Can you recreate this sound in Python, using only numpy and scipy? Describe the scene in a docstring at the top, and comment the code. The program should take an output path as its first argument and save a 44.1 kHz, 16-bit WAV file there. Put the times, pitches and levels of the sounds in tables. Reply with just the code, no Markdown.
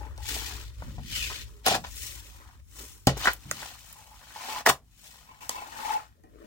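"""A shovel and a trowel work wet cement in a steel wheelbarrow in a walled, roofless yard.
Strokes: random grains of stone and sand grind under the blade and shake the damped tray modes.
The bare blade squeals, rasps and sings when dragged; noise bursts through the tray modes make knocks;
smooth pulses through the lowest modes make thuds. Pebbles snap and a faint tone hoots from afar,
over a low rumble that surges with the blow at 3.1 s and hiss at a two-port microphone."""
import sys
import numpy as np
from scipy import signal
from scipy.fft import rfft, irfft
from scipy.io import wavfile
from scipy.ndimage import uniform_filter1d

SR = 44100
rng = np.random.default_rng(int(sys.argv[2]) if len(sys.argv) > 2 else 0)


def wrap_up_sound(samples):
    """Save the sound to the file named by the first command line argument, as 16-bit audio."""
    columns = np.atleast_2d(samples).T
    # keep every value between -1 and 1, then stretch to whole-number steps
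    tamed = np.clip(columns, -1, 1)
    steps = np.round(tamed * 32767).astype(np.int16)
    wavfile.write(sys.argv[1], SR, steps)


N = 284886


def amp(db):
    """Amplitude ratio of a level in dB."""
    return 10 ** (np.asarray(db) / 20)


def evened(x):
    """Scale to rms 1."""
    return x / np.sqrt(np.mean(x ** 2) + 1e-20)


def curve(rows, t):
    """Interpolate each column of a table at the times t."""
    time_s, *columns = np.transpose(rows)
    return [np.interp(t, time_s, column) for column in columns]


def above(x, hz):
    """Second-order high-pass."""
    return signal.sosfilt(signal.butter(2, hz, "high", fs=SR, output="sos"), x)


def coloured(x, points):
    """Weight the spectrum of x by a (Hz, dB) table, rms 1."""
    table_hz, table_db = np.transpose(points)
    hz = np.fft.rfftfreq(len(x), 1 / SR)
    gain_db = np.interp(np.log(hz + 1), np.log(table_hz), table_db, -90, -90)
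    return evened(irfft(rfft(x) * amp(gain_db), len(x)))


def ring(x, modes, width_hz, tint=lambda hz: 1):
    """Sum of damped resonances, unit gain at the peak before level and tint; higher modes are wider."""
    out = np.zeros(len(x))
    for hz, db in modes:
        mode_width_hz = width_hz * np.sqrt(hz / 1000)
        pole = np.exp((2j * np.pi * hz - np.pi * mode_width_hz) / SR)
        resonance = 2 * signal.lfilter([1 - abs(pole)], [1, -pole], x).imag
        out += tint(hz) * amp(db) * resonance
    return out


def grains(per_s, spread_db):
    """Clicks of random sign and size at random moments, rms 1."""
    size = amp(spread_db * np.minimum(rng.exponential(1, N), 5))
    signed = size * rng.choice([-1., 1.], N)
    return evened(signed * (rng.random(N) < per_s / SR))


def flutter(seconds, depth_db):
    """Random gain, rms depth in dB, that wanders as the mix clumps and slips."""
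    size = max(round(seconds * SR), 1)
    smooth = uniform_filter1d(uniform_filter1d(rng.standard_normal(N), size), size)
    return amp(depth_db * evened(smooth))


EDGE_DB = 30  # gained per rise time, lost per fall time


def swells(rows, column, sag_db_per_s):
    """Gain of one layer: each row rises to its peak, sags through its hold, then falls; powers add."""
    t = np.arange(0, N + 16, 16) / SR
    peak_s, rise_s, hold_s, fall_s, db = np.transpose(rows)[[0, 1, 2, 3, column], :, None]
    since = t - peak_s
    rise_db = EDGE_DB * np.minimum(since, 0) / (rise_s + .001)
    sag_db = sag_db_per_s * np.clip(since, 0, hold_s)
    fall_db = EDGE_DB * np.maximum(since - hold_s, 0) / (fall_s + .001)
    power = (amp(db + rise_db - sag_db - fall_db) ** 2).sum(0)
    return np.interp(np.arange(N) / SR, t, np.sqrt(power))


# grain spectra: (frequency [Hz], level [dB])
STONE_SPECTRUM = [(900, -15), (1700, 8), (2800, 12), (4500, 10.5), (7400, 3), (9000, -35.5), (12000, -8.5)]
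SAND_SPECTRUM = [(5000, -24.5), (8000, -23), (11500, -30.5), (16500, -24.5)]
# hollow under the tilting blade: (time [s], frequency [Hz], level over the stones [dB])
SCOOP = [(1.06, 3300, -22), (1.15, 3050, -8), (1.27, 2400, -6), (1.32, 2100, -32)]
# cement-laden tray modes: (frequency [Hz], level [dB])
TRAY_MODES = [(290, -8.5), (360, -5), (441, -6.5), (570, -5), (772, 20), (1030, 19.5), (1250, 10),
              (1530, 15.5), (1870, 26), (2300, 17.5), (2850, 16), (3600, 6.5)]
# pushes, stabs, scrapes: (peak time [s], rise [s], hold [s], fall [s], stones [dB], sand [dB],
#   upper tray modes [dB], lower tray modes [dB])
STROKES = [(0.0, 0.011, .0, 0.47, -62.5, -62, -50, -50), (.295, 0.11, 0.33, 0.15, -35.5, -37, -49.5, -52.5),
           (.86, 0.47, 0, 0.54, -58.5, -60.5, -59, -60), (1.16, 0.17, .27, 0.09, -35, -39, -58, -57),
           (1.47, .05, .18, .05, -67, -64, -67, -68), (1.664, .02, 0.097, 0.022, -28, -36, -29, -45),
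           (1.841, 0.0027, 0.0054, 0.079, -44.5, -68, -44.5, -77),
           (2.034, 0.38, 0.17, 0.011, -46.5, -42.5, -61.5, -63),
           (2.25, 0.29, 0.35, 0.039, -57, -55, -61, -65.5),
           (2.796, 0.17, 0.036, 0.35, -53.5, -47, -58.5, -59.5),
           (3.073, 0.001, .0, 0.07, -27, -45, -30, -23),
           (3.171, 0.0014, 0.15, 0.17, -63, -44.5, -58.5, -53.5),
           (3.26, 0.14, 0.02, 0.08, -31.5, -43, -35.5, -64),
           (3.62, 0.38, 0.031, 0.33, -46.5, -48, -50.5, -61.5), (3.9, 1, 0, 0.9, -59.5, -56.5, -61, -88.5),
           (4.517, 0.5, 0.094, 0.031, -43, -45.5, -44.5, -58.5),
           (4.664, 0.008, .008, 0.05, -25, -27, -20, -45), (4.692, .025, .009, 0.012, -24, -24, -19, -40),
           (5.064, 0.24, 0.43, 0.22, -56.5, -54.5, -63, -94), (5.408, .004, .085, .05, -57, -54, -56, -75),
           (5.5, 0.01, .14, 0.04, -50, -50, -54, -62), (5.919, 0.6, 0.0067, 0.17, -44, -46, -39, -53.5),
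           (6.44, 0.32, 0.085, 0.11, -71, -70, -60.5, -49.5)]
STONE_SAG_DB_PER_S, SAND_SAG_DB_PER_S, TRAY_SAG_DB_PER_S = 46, 54, 15


def strokes():
    """Stones and sand crush under the blade; sparser grains shake the tray."""
    t = np.arange(N) / SR
    crush = grains(9000, spread_db=3.0)
    sand = coloured(grains(20000, spread_db=-4.0), SAND_SPECTRUM)

    hollow_hz, hollow_db = curve(SCOOP, t)
    turn = np.exp(2j * np.pi * np.cumsum(hollow_hz) / SR)  # resonance slides as the blade tilts
    hollow = evened((turn * uniform_filter1d(crush / turn, 130)).real)
    hollow *= (t > SCOOP[0][0]) * (t < SCOOP[-1][0])
    grit = coloured(crush, STONE_SPECTRUM) + amp(hollow_db) * hollow

    shake = grains(1300, spread_db=1.5) * flutter(0.0024, depth_db=3.0)
    # the contact wanders over the tray, so each mode comes and goes
    wander = lambda hz: flutter(0.07, depth_db=3.0)
    low = evened(above(ring(shake, TRAY_MODES[:4], 120, wander), 220))
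    high = evened(above(ring(shake, TRAY_MODES[4:8], 430, wander), 690))

    stones = swells(STROKES, 4, STONE_SAG_DB_PER_S) * grit
    fine = swells(STROKES, 5, SAND_SAG_DB_PER_S) * sand
    upper = swells(STROKES, 6, TRAY_SAG_DB_PER_S) * high
    lower = swells(STROKES, 7, TRAY_SAG_DB_PER_S) * low
    return flutter(0.0047, depth_db=1.82) * (stones + fine) + upper + lower


# blade modes: (frequency [Hz], level [dB])
BLADE_MODES = [(843, 4), (864, 5), (902, -2), (1030, -5), (2270, -14), (2650, -13)]
# bare blade on steel: (peak time [s], rise [s], hold [s], fall [s], squeal [dB], rasp [dB])
DRAGS = [(0.0, .01, .07, .05, -51, -60), (.18, .02, .32, .05, -56, -62), (3.98, .1, .15, .2, -60, -64),
         (4.532, .3, .06, .06, -45, -44), (5.292, .008, .0, .2, -59, -54), (5.408, .003, .0, .15, -52, -49),
         (5.505, .01, .12, .15, -46, -46), (5.86, .25, .11, .04, -39, -45)]
# dragged blade catches and rings: (time [s], relative peak level [dB])
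JOLTS = [(4.361, -34), (4.485, -30), (5.622, -36) ]
# stutter locks on, blade sings clean: (peak time [s], rise [s], hold [s], fall [s], level [dB])
SINGING = [(5.91, .14, .058, .04, -29)]
BLADE_SAG_DB_PER_S = 3.7


def drags():
    """The bare blade stutters over the steel: its lowest modes squeal and sing, the upper ones rasp."""
    chatter = grains(2500, spread_db=2.2)
    squeal = evened(ring(ring(chatter, BLADE_MODES[1:2], width_hz=110), BLADE_MODES[:3], width_hz=15))
    rasp = evened(ring(chatter * flutter(.012, depth_db=4), BLADE_MODES[3:], width_hz=40))

    catch = np.zeros(N)
    for time_s, db in JOLTS:
        catch[round(time_s * SR)] = amp(db)
    clang = above(ring(catch, BLADE_MODES, width_hz=22), 700)
    clang *= catch.max() / abs(clang).max()

    since = np.arange(N) / SR - SINGING[0][0]
    song = evened(sum(amp(db) * np.cos(2 * np.pi * hz * since) for hz, db in BLADE_MODES[:3]))

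    singing = swells(SINGING, 4, 0) * song
    squealing = swells(DRAGS, 4, BLADE_SAG_DB_PER_S) * squeal
    rasping = swells(DRAGS, 5, BLADE_SAG_DB_PER_S) * rasp
    return clang + singing + squealing + rasping


# lowest tray modes: (frequency [Hz], level [dB])
BOOM_MODES = [(71, -2.5), (135, -0.5), (179, 0), (250, -5.5)]
# loaded tray shudders: (peak time [s], rise [s], hold [s], fall [s], boom [dB])
SHUDDERS = [(.84, 0.053, 0.24, 0.37, -49), (1.7, 0.035, 0.011, 0.18, -36.5),
            (3.46, 0.021, 0.088, 0.11, -50.5)]
BOOM_SAG_DB_PER_S, BOOM_REST_DB = 3, -70


def hum():
    """Noise through the low tray modes: a faint steady boom that swells as the loaded tray shudders."""
    noise = rng.standard_normal(N)
    boom = ring(ring(noise, BOOM_MODES[1:], width_hz=320), BOOM_MODES[1:], width_hz=460)
    shudder = swells(SHUDDERS, 4, BOOM_SAG_DB_PER_S)
    return (shudder + amp(BOOM_REST_DB)) * evened(above(boom, 100))


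# rumble spectrum: (frequency [Hz], level [dB])
RUMBLE_SPECTRUM = [(20, -51.5), (40, -2.5), (58, 10.5), (80, -3), (110, -1), (160, -30)]
# low rumble before port gains, surging with the blow at 3.1 s: (time [s], level [dB])
RUMBLE = [(0, -44), (1.456, -45), (1.602, -56), (1.771, -47), (3.06, -57), (3.1, -36), (3.4, -56),
          (4.64, -65.5), (6.46, -60.5)]


def rumble():
    """Low noise rumble, partly different at each port; it surges with the blow at 3.1 s."""
    a, b = (coloured(rng.standard_normal(N), RUMBLE_SPECTRUM) for port in range(2))
    level = amp(curve(RUMBLE, np.arange(N) / SR)[0])
    return level * np.array([1.63 * a, 0.61 * a + b])


# blade and trowel on the tray: (time [s], ring peak [dB], crack peak [dB], ring centre [Hz],
#   contact t60 [s])
KNOCKS = [(0.178, -42.5, -34, 850, 0.036), (.365, -31, -55, 400, 0.041), (0.822, -32.5, -43, 1000, 0.034),
          (0.982, -37, -67, 534, 0.083), (1.3, -33.5, -45, 1320, 0.16), (1.664, -19, -6, 587, 0.14),
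          (1.682, -18, -10, 940, 0.039), (1.711, -20, -38, 806, 0.15), (1.752, -23, -24.5, 740, 0.11),
          (3.071, -12, -8, 560, .09), (3.169, -33, -46, 400, .04), (3.257, -11.5, -16, 1540, 0.037),
          (3.272, -10, -39, 1500, 0.069), (3.513, -16, -14, 1600, 0.016), (3.629, -32.5, -32, 1830, 0.026),
          (4.662, -10, -15, 1910, 0.07), (4.671, -11.5, -14, 756, 0.095), (4.69, -19, -27, 890, 0.1),
          (5.435, -42, -48, 2650, .05), (5.494, -19, -10, 1500, .018), (6.237, -46.5, -52, 370, 0.18)]
# low booms under three of the knocks, one strong and two faint: (time [s], peak level [dB])
THUDS = [(0.981, -34), (3.07, -15.5), (4.691, -33.5)]


def knocks():
    """A rattling contact rings tray modes near its centre under a crack; smooth pulses boom the lowest."""
    out, t = np.zeros(N + SR), np.arange(SR // 3) / SR
    for time_s, ring_db, crack_db, centre_hz, t60_s in KNOCKS:
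        rattle = rng.standard_normal(len(t))
        decay = amp(-60 * t / t60_s)
        contact = rattle * (decay + np.exp(-t / 0.00037))  # hard first touch
        near_centre = lambda hz: 1 / (1 + (np.log2(hz / centre_hz) / 0.17) ** 2)
        body = above(ring(contact, TRAY_MODES, 40 + 10.0 / t60_s, near_centre), 280)
        snap = 2 * (t == 0) + rattle * (np.exp(-t / .001) + .3 * decay)
        crack = above(uniform_filter1d(snap, size=3), 1200)
        blow = amp(ring_db) * body / abs(body).max() + amp(crack_db) * crack / abs(crack).max()
        out[round(time_s * SR):][:len(t)] += blow

    thud = above(ring(t * np.exp(-t / .001), BOOM_MODES, width_hz=30), 85)  # soft push
    for time_s, db in THUDS:
        out[round(time_s * SR):][:len(t)] += amp(db) * thud / abs(thud).max()
    return out[:N]


# far tone: (peak time [s], rise [s], hold [s], fall [s], level [dB])
FAINT_TONE = [(1.42, .1, .19, .05, -69)]
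FAINT_HZ = 412


def faint_tone():
    """A narrow band of noise: a soft, wavering far hoot."""
    hoot = ring(rng.standard_normal(N), [(FAINT_HZ, 0)], width_hz=8)
    return swells(FAINT_TONE, 4, 0) * evened(hoot)


# pebble snaps: (time [s], peak level [dB])
TICKS = [(3.3335, -25), (3.927, -35)]


def ticks():
    """Pebbles snap: a few milliseconds of bright, decaying noise."""
    out, t = np.zeros(N), np.arange(600) / SR
    for time_s, db in TICKS:
        snap = np.diff(rng.standard_normal(len(t) + 1)) * amp(-60 * t / 0.024)
        out[round(time_s * SR):][:len(t)] += amp(db) * snap / abs(snap).max()
    return out


# tool position: (time [s], left lead [samples], left over right [dB])
SIDE = [(0, 7.9, 4), (2, 8.5, 1), (4.7, 2.7, 0.5), (6.46, 23.8, 5)]


def ports(x, scatter_rad, right_db=0):
    """The tool is nearer the left port: the right hears it later and softer; right_db tilts its treble."""
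    hz, t, z = signal.stft(x, SR, nperseg=512, noverlap=384)
    hz = hz[:, None]
    lead_samples, pan_db = curve(SIDE, t)
    # grains break all along the blade, so the lead shifts from moment to moment and band to band
    spread = uniform_filter1d(rng.standard_normal(z.shape), size=5)
    spread = evened(uniform_filter1d(spread, size=4, axis=0))
    phase = 2 * np.pi * hz * lead_samples / SR + scatter_rad * np.sqrt(hz / 8000) * spread
    right = z * np.exp(-1j * phase) * amp(right_db * hz / 8000 - pan_db)
    late = signal.istft(right, SR, nperseg=512, noverlap=384)[1]
    return amp(4.0) * np.array([x, late[:N]])


def yard(x, t60_low_s=0.21, t60_high_s=0.13, bright_db=7.5):
    """Block walls return sparse reflections; long waves reach both ports alike, the treble dies first."""
    length = SR // 3
    taps = np.zeros((2, length))
    at = np.arange(60, length - 20, 20) + rng.integers(0, 20, (2, (length - 61) // 20))
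    np.put_along_axis(taps, at, rng.choice([-1., 1.], at.shape), 1)
    t = np.arange(length) / SR
    dull = signal.sosfiltfilt(signal.butter(2, 900, fs=SR, output="sos"), taps)
    low = dull[0] * amp(-60 * t / t60_low_s)
    high = (taps - dull) * amp(bright_db - 60 * t / t60_high_s)
    tail = low + high
    return signal.fftconvolve(x[None], tail / np.linalg.norm(tail[0]), axes=1)[:, :N]


def scene():
    """Tool sounds direct and off the walls, plus low rumble and microphone hiss."""
    rubbing = strokes() + drags() + hum() + faint_tone()
    blows = knocks() + ticks()
    hiss = amp(-74) * rng.standard_normal((2, N))
    # a blow comes from one spot, its treble leaning right
    direct = ports(rubbing, scatter_rad=3.24) + ports(blows, scatter_rad=.5, right_db=3)
    return direct + amp(-5.0) * yard(rubbing + blows) + rumble() + hiss


EDGE_HZ = 16100


def record(dry):
    """Band limit: linear-phase low-pass."""
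    low_pass = signal.firwin(1023, EDGE_HZ, window=("kaiser", 12), fs=SR)
    return signal.oaconvolve(dry, low_pass[None], "same")


dry = scene()
out = record(dry)
wrap_up_sound(out)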